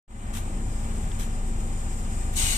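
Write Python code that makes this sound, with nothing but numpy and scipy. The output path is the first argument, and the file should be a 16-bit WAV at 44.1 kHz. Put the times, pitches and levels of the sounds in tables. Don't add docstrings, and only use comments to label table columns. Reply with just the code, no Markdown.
import sys
import numpy as np
from scipy import signal
from scipy.fft import rfft, irfft
from scipy.io import wavfile

SR = 44100
rng = np.random.default_rng(int(sys.argv[2]) if len(sys.argv) > 2 else 0)


def log_audio(samples):
    frames = np.atleast_2d(samples).T
    limited = np.clip(frames, -1, 1)
    pcm = np.round(limited * 32767).astype(np.int16)
    wavfile.write(sys.argv[1], SR, pcm)


N = 113337
TIME = np.arange(N) / SR
FREQS = np.fft.rfftfreq(N, 1 / SR)


def undb(db):
    return 10 ** (np.asarray(db) / 20)


def level(x, db):
    return x * undb(db) / np.sqrt(np.mean(x ** 2))


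def ride(points):
    seconds, db = np.array(points).T
    return undb(np.interp(TIME, seconds, db))


def curve(points):
    hz, db = np.array(points, float).T
    return undb(np.interp(np.log(FREQS + 1e-9), np.log(hz), db))


def colour(x, points, rings=()):
    power_lift = 1
    for hz, width, db in rings:
        power_lift = power_lift + (undb(db) ** 2 - 1) / (1 + (2 * (FREQS - hz) / width) ** 2)
    return irfft(rfft(x) * curve(points) * np.sqrt(np.abs(power_lift)), N)


def noise():
    return rng.standard_normal(N)


def walk(rate_hz):
    lowpass = np.exp(-(FREQS / rate_hz) ** 2) * (FREQS > 0)
    return level(irfft(rfft(noise()) * lowpass, N), 0)


def ports(x, side, lag, scattered=0):
    delay_s = np.array([[lag], [0]])
    direct = rfft(x) * np.exp(-2j * np.pi * FREQS * delay_s)
    scattered = rfft(scattered + np.zeros((2, N)))
    balance = curve(side) ** np.array([[.5], [-.5]])
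    return irfft((direct + scattered) * balance, N)


def reflect(heard):
    reflection_db, decay_s = -4, .014
    echoes = rng.standard_normal((2, N)) * np.exp(-TIME / decay_s)
    echoes /= np.sqrt(np.sum(echoes ** 2, axis=1, keepdims=True))
    return irfft(rfft(heard) * (1 + undb(reflection_db) * rfft(echoes)), N)


def spread(points, rings, side, echo_db):
    port_lag_s = 0.000362
    direct, left, right = (colour(noise(), points, rings) for _ in range(3))
    scattered = undb(echo_db) * np.array([left, right])
    return level(reflect(ports(direct, side, port_lag_s, scattered)), 0)


def engine():
    firing_hz, speed_wander = 26.2, 0.0099
    # (frequency [Hz], difference [dB])
    engine_side = [(30, 1.6), (500, 1.6), (1200, 2), (2200, 6), (4000, 3)]
    cycles = np.cumsum(firing_hz * (1 + speed_wander * walk(2.97))) / SR
    beat = np.sin(2 * np.pi * cycles)
    size = firing_sizes(cycles)
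    low = throb(cycles, beat, size) + rumble() + drone()
    bass_lag_s = 0.00019
    return ports(low, engine_side, bass_lag_s) + clatter(beat, size, engine_side)


def firing_sizes(cycles):
    scatter_db = 4
    cylinders_db = [-6.5, -5, -5]
    index = cycles.astype(int)
    return undb(np.take(cylinders_db, index, mode="wrap") + scatter_db * noise()[index])


def throb(cycles, beat, size):
    beat_db, exhaust_db = -26, -33
    pulse_width = 0.11
    # (frequency [Hz], gain [dB])
    exhaust_colour = [(15, -25), (32, -7), (42, -1), (52, 2), (68, -2.5), (100, -5), (135, -20.5),
                      (200, -9), (300, -40), (600, -61)]
    # (time [s], level [dB])
    throb_ride = [(.15, -2), (.35, -1.5), (.7, 1.5), (1.1, 0.5), (1.45, 3.5), (2.0, 1), (2.5, 3.5)]
    pulses = size * np.exp(-(cycles % 1) / pulse_width)
    exhaust = level(colour(pulses - pulses.mean(), exhaust_colour), exhaust_db)
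    return (level(beat, beat_db) + exhaust) * ride(throb_ride)


def rumble():
    # (frequency [Hz], gain [dB])
    rumble_colour = [(12, -7), (25, -21), (40, 2), (58, -5.5), (80, -4.5), (105, -4.5), (135, -12.5),
                     (170, -11.5), (240, -13), (290, -18.5), (400, -20.5), (600, -31), (1200, -63)]
    # (time [s], level [dB])
    rumble_ride = [(.38, -2), (.48, 2), (.65, 1), (.78, -1), (.97, 2), (1.25, -0.5), (1.65, 0.5),
                   (2.1, -0.5), (2.5, 0.5)]
    return level(colour(noise(), rumble_colour), -31) * ride(rumble_ride)


def drone():
    flutter_db, flutter_hz = 2.1, 17
    # (frequency [Hz], rms level [dB], pitch wander [share])
    drone_tones = [(68.1, -40, 0.0044), (91, -39.5, 0.011), (100, -41.5, 0.0083), (175.6, -53.5, 0.0052),
                   (203.2, -49.5, 0.0072), (223.7, -40.5, 0.0049), (557.6, -57, 0.0087),
                   (771, -52.5, 0.011), (961.5, -56.5, 0.0076)]
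    hum = 0
    for hz, db, wander in drone_tones:
        tone = np.sin(2 * np.pi * np.cumsum(hz * (1 + wander * walk(8.06))) / SR)
        hum = hum + level(tone * undb(flutter_db * walk(flutter_hz)), db)
    return hum


def clatter(beat, size, side):
    clatter_db, waver_db, echo_db = -42.5, .8, -6
    # (frequency [Hz], gain [dB])
    clatter_colour = [(150, -36), (330, 3.5), (480, -8), (610, -0.5), (800, 1.5), (1050, -0.5),
                      (1400, -2.5), (2300, -6), (3300, -12.5), (4500, -17.5), (9000, -70)]
    pulsing = 1 + 0.25 * beat * size / 2
    knock = pulsing * undb(clatter_db + waver_db * walk(6.7))
    return knock * spread(clatter_colour, (), side, echo_db)


def jet(points, rings=()):
    # (frequency [Hz], difference [dB])
    air_side = [(600, 1), (1500, 3), (2300, 6.5), (3100, 4), (4000, 6), (5800, 2), (6800, 3.5), (8500, 8),
                (10000, 4), (11800, 0), (14000, -1)]
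    air = spread(points, rings, air_side, 2.5)
    no_bass = signal.butter(3, 630, "high", fs=SR, output="sos")
    return level(signal.sosfilt(no_bass, air), 0)


def blast():
    start_s, attack_s = 2.352, .019
    blast_db, swell_db, swell_s, sag_db_per_s = -19.5, 0.5, 0.08, 20
    roar_hz, roar_attack_s = 4500, .026
    # (frequency [Hz], gain [dB])
    air_colour = [(600, -13), (1000, -7), (1350, -12.5), (1600, -9.5), (1800, -14), (2020, -6.5),
                  (2500, -6), (2900, -3.5), (3500, -6), (4200, -6), (4900, -8.5), (5900, -5), (6700, -3),
                  (8500, -1.5), (9400, -4.5), (9900, -9), (11400, -11.5), (12200, -10), (14000, -15)]
    # (frequency [Hz], width [Hz], lift [dB])
    air_rings = [(2100, 50, 7), (2220, 120, 3), (2910, 40, 3), (3856, 45, 9), (4030, 35, 7), (4380, 100, 4),
                 (6640, 35, 7), (6703, 35, 7), (6834, 50, 7), (8290, 50, 8), (8770, 30, 5)]
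    age = TIME - start_s
    swell = swell_db * np.clip(1 - age / swell_s, 0, 1)
    sag = sag_db_per_s * np.maximum(age - swell_s, 0)
    grain = 0.51 * walk(190)
    flow = np.clip(age / attack_s, 0, 1) * undb(blast_db - swell - sag + grain)
    air = jet(air_colour, air_rings)
    roar = irfft(rfft(air) / (1 + (FREQS / roar_hz) ** 4), N)
    missing_roar = roar * np.exp(-np.maximum(age, 0) / roar_attack_s)
    return flow * (air - missing_roar)


def puffs():
    attack_s, sag_db_per_s, grain_db = 0.015, 25, 1.5
    # (frequency [Hz], gain [dB])
    puff_colour = [(400, -23), (1100, 5.5), (2200, 5), (3800, 3), (5000, -2.5), (6800, 5.5), (8500, 3),
                   (10000, 1), (12500, -2), (14200, 0.5)]
    # (start [s], length [s], level before sag [dB], release [s])
    puff_times = [(0.327, 0.058, -33.5, 0.028), (1.183, 0.055, -33.5, 0.017), (2.322, 0.038, -36.5, 0.02)]
    flow = 0
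    for start, length, db, release in puff_times:
        age = np.maximum(TIME - start, 0)
        attack = np.minimum(age / attack_s, 1)
        closing = np.exp(-np.maximum(age - length, 0) / release)
        flow = flow + attack * closing * undb(db - sag_db_per_s * age)
    return flow * undb(grain_db * walk(180)) * jet(puff_colour)


def leak():
    leak_db, waver_db = -45, 0.72
    swell_db, swell_hz = 1.8, 2.5
    # (frequency [Hz], gain [dB])
    leak_colour = [(3000, -11), (4700, -14.5), (6000, -10), (6700, -6), (7200, -1), (8400, -2.5),
                   (9100, -9.5), (10000, -13.5), (10900, -21.5), (11900, -15.5), (13200, -16.5),
                   (14500, -23)]
    # (frequency [Hz], width [Hz], gain before swell [dB])
    leak_rings = [(5060, 55, 9), (5330, 22, 9), (5715, 40, 4), (6080, 40, 5.5), (6290, 25, 5),
                  (7015, 25, 10), (7165, 35, 10.5), (7580, 22, 9.5), (7665, 45, 7), (7975, 25, 6),
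                  (8135, 50, 5), (8455, 55, 9), (8750, 20, 10), (9390, 25, 7)]
    # (frequency [Hz], difference [dB])
    leak_side = [(4000, 2), (6800, 1.5), (7300, 4.5), (8500, 8), (10000, 2), (11500, 0), (14000, 0)]
    # (time [s], level [dB])
    leak_ride = [(.12, -2.5), (.3, -1), (.62, -0.5), (.82, 1.5), (1.05, 2), (1.3, 1), (1.55, 1), (1.9, 2),
                 (2.15, 4), (2.3, 2)]
    hiss, drive = (spread(leak_colour, (), leak_side, 2) for _ in range(2))
    drive = rfft(drive)
    for hz, width, db in leak_rings:
        ring = irfft(drive / (1 + 2j * (FREQS - hz) / width), N)
        hiss = hiss + ring * undb(db + swell_db * walk(swell_hz))
    return hiss * ride(leak_ride) * undb(leak_db + waver_db * walk(19))


def tick():
    start_s = 1.1172
    # (frequency [Hz], envelope peak before panning [dB], decay [s])
    tick_modes = [(2200, -35, .0004), (3320, -29, .0004), (4100, -42, .0003)]
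    age = np.maximum(TIME - start_s, 0)
    snap = 0
    for hz, db, decay in tick_modes:
        envelope = age / decay * np.exp(1 - age / decay)
        snap = snap + undb(db) * np.sin(2 * np.pi * hz * age) * envelope
    return snap * undb([[1.5], [-1.5]])


def street():
    street_db, swell_db = -46.5, .4
    # (frequency [Hz], gain [dB])
    street_colour = [(100, -16), (400, -7), (800, 6.5), (1200, -7.5), (1700, -10.5), (2800, -15),
                     (4500, -21.5), (10000, -43), (14000, -46)]
    traffic = np.array([colour(noise(), street_colour) for _ in range(2)])
    return level(traffic, street_db) * undb(swell_db * walk(2.9))


def scene():
    return engine() + blast() + puffs() + leak() + tick() + street()


def record(dry):
    top_hz = 14050
    # (time [s], level [dB])
    fade = [(.074, -81), (.08, -26), (.11, -14.5), (.18, -10.5), (.26, -6), (.36, -4.5)]
    cut = signal.ellip(10, .2, 80, top_hz, fs=SR, output="sos")
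    return signal.sosfilt(cut, dry * ride(fade))


dry = scene()
out = record(dry)
log_audio(out)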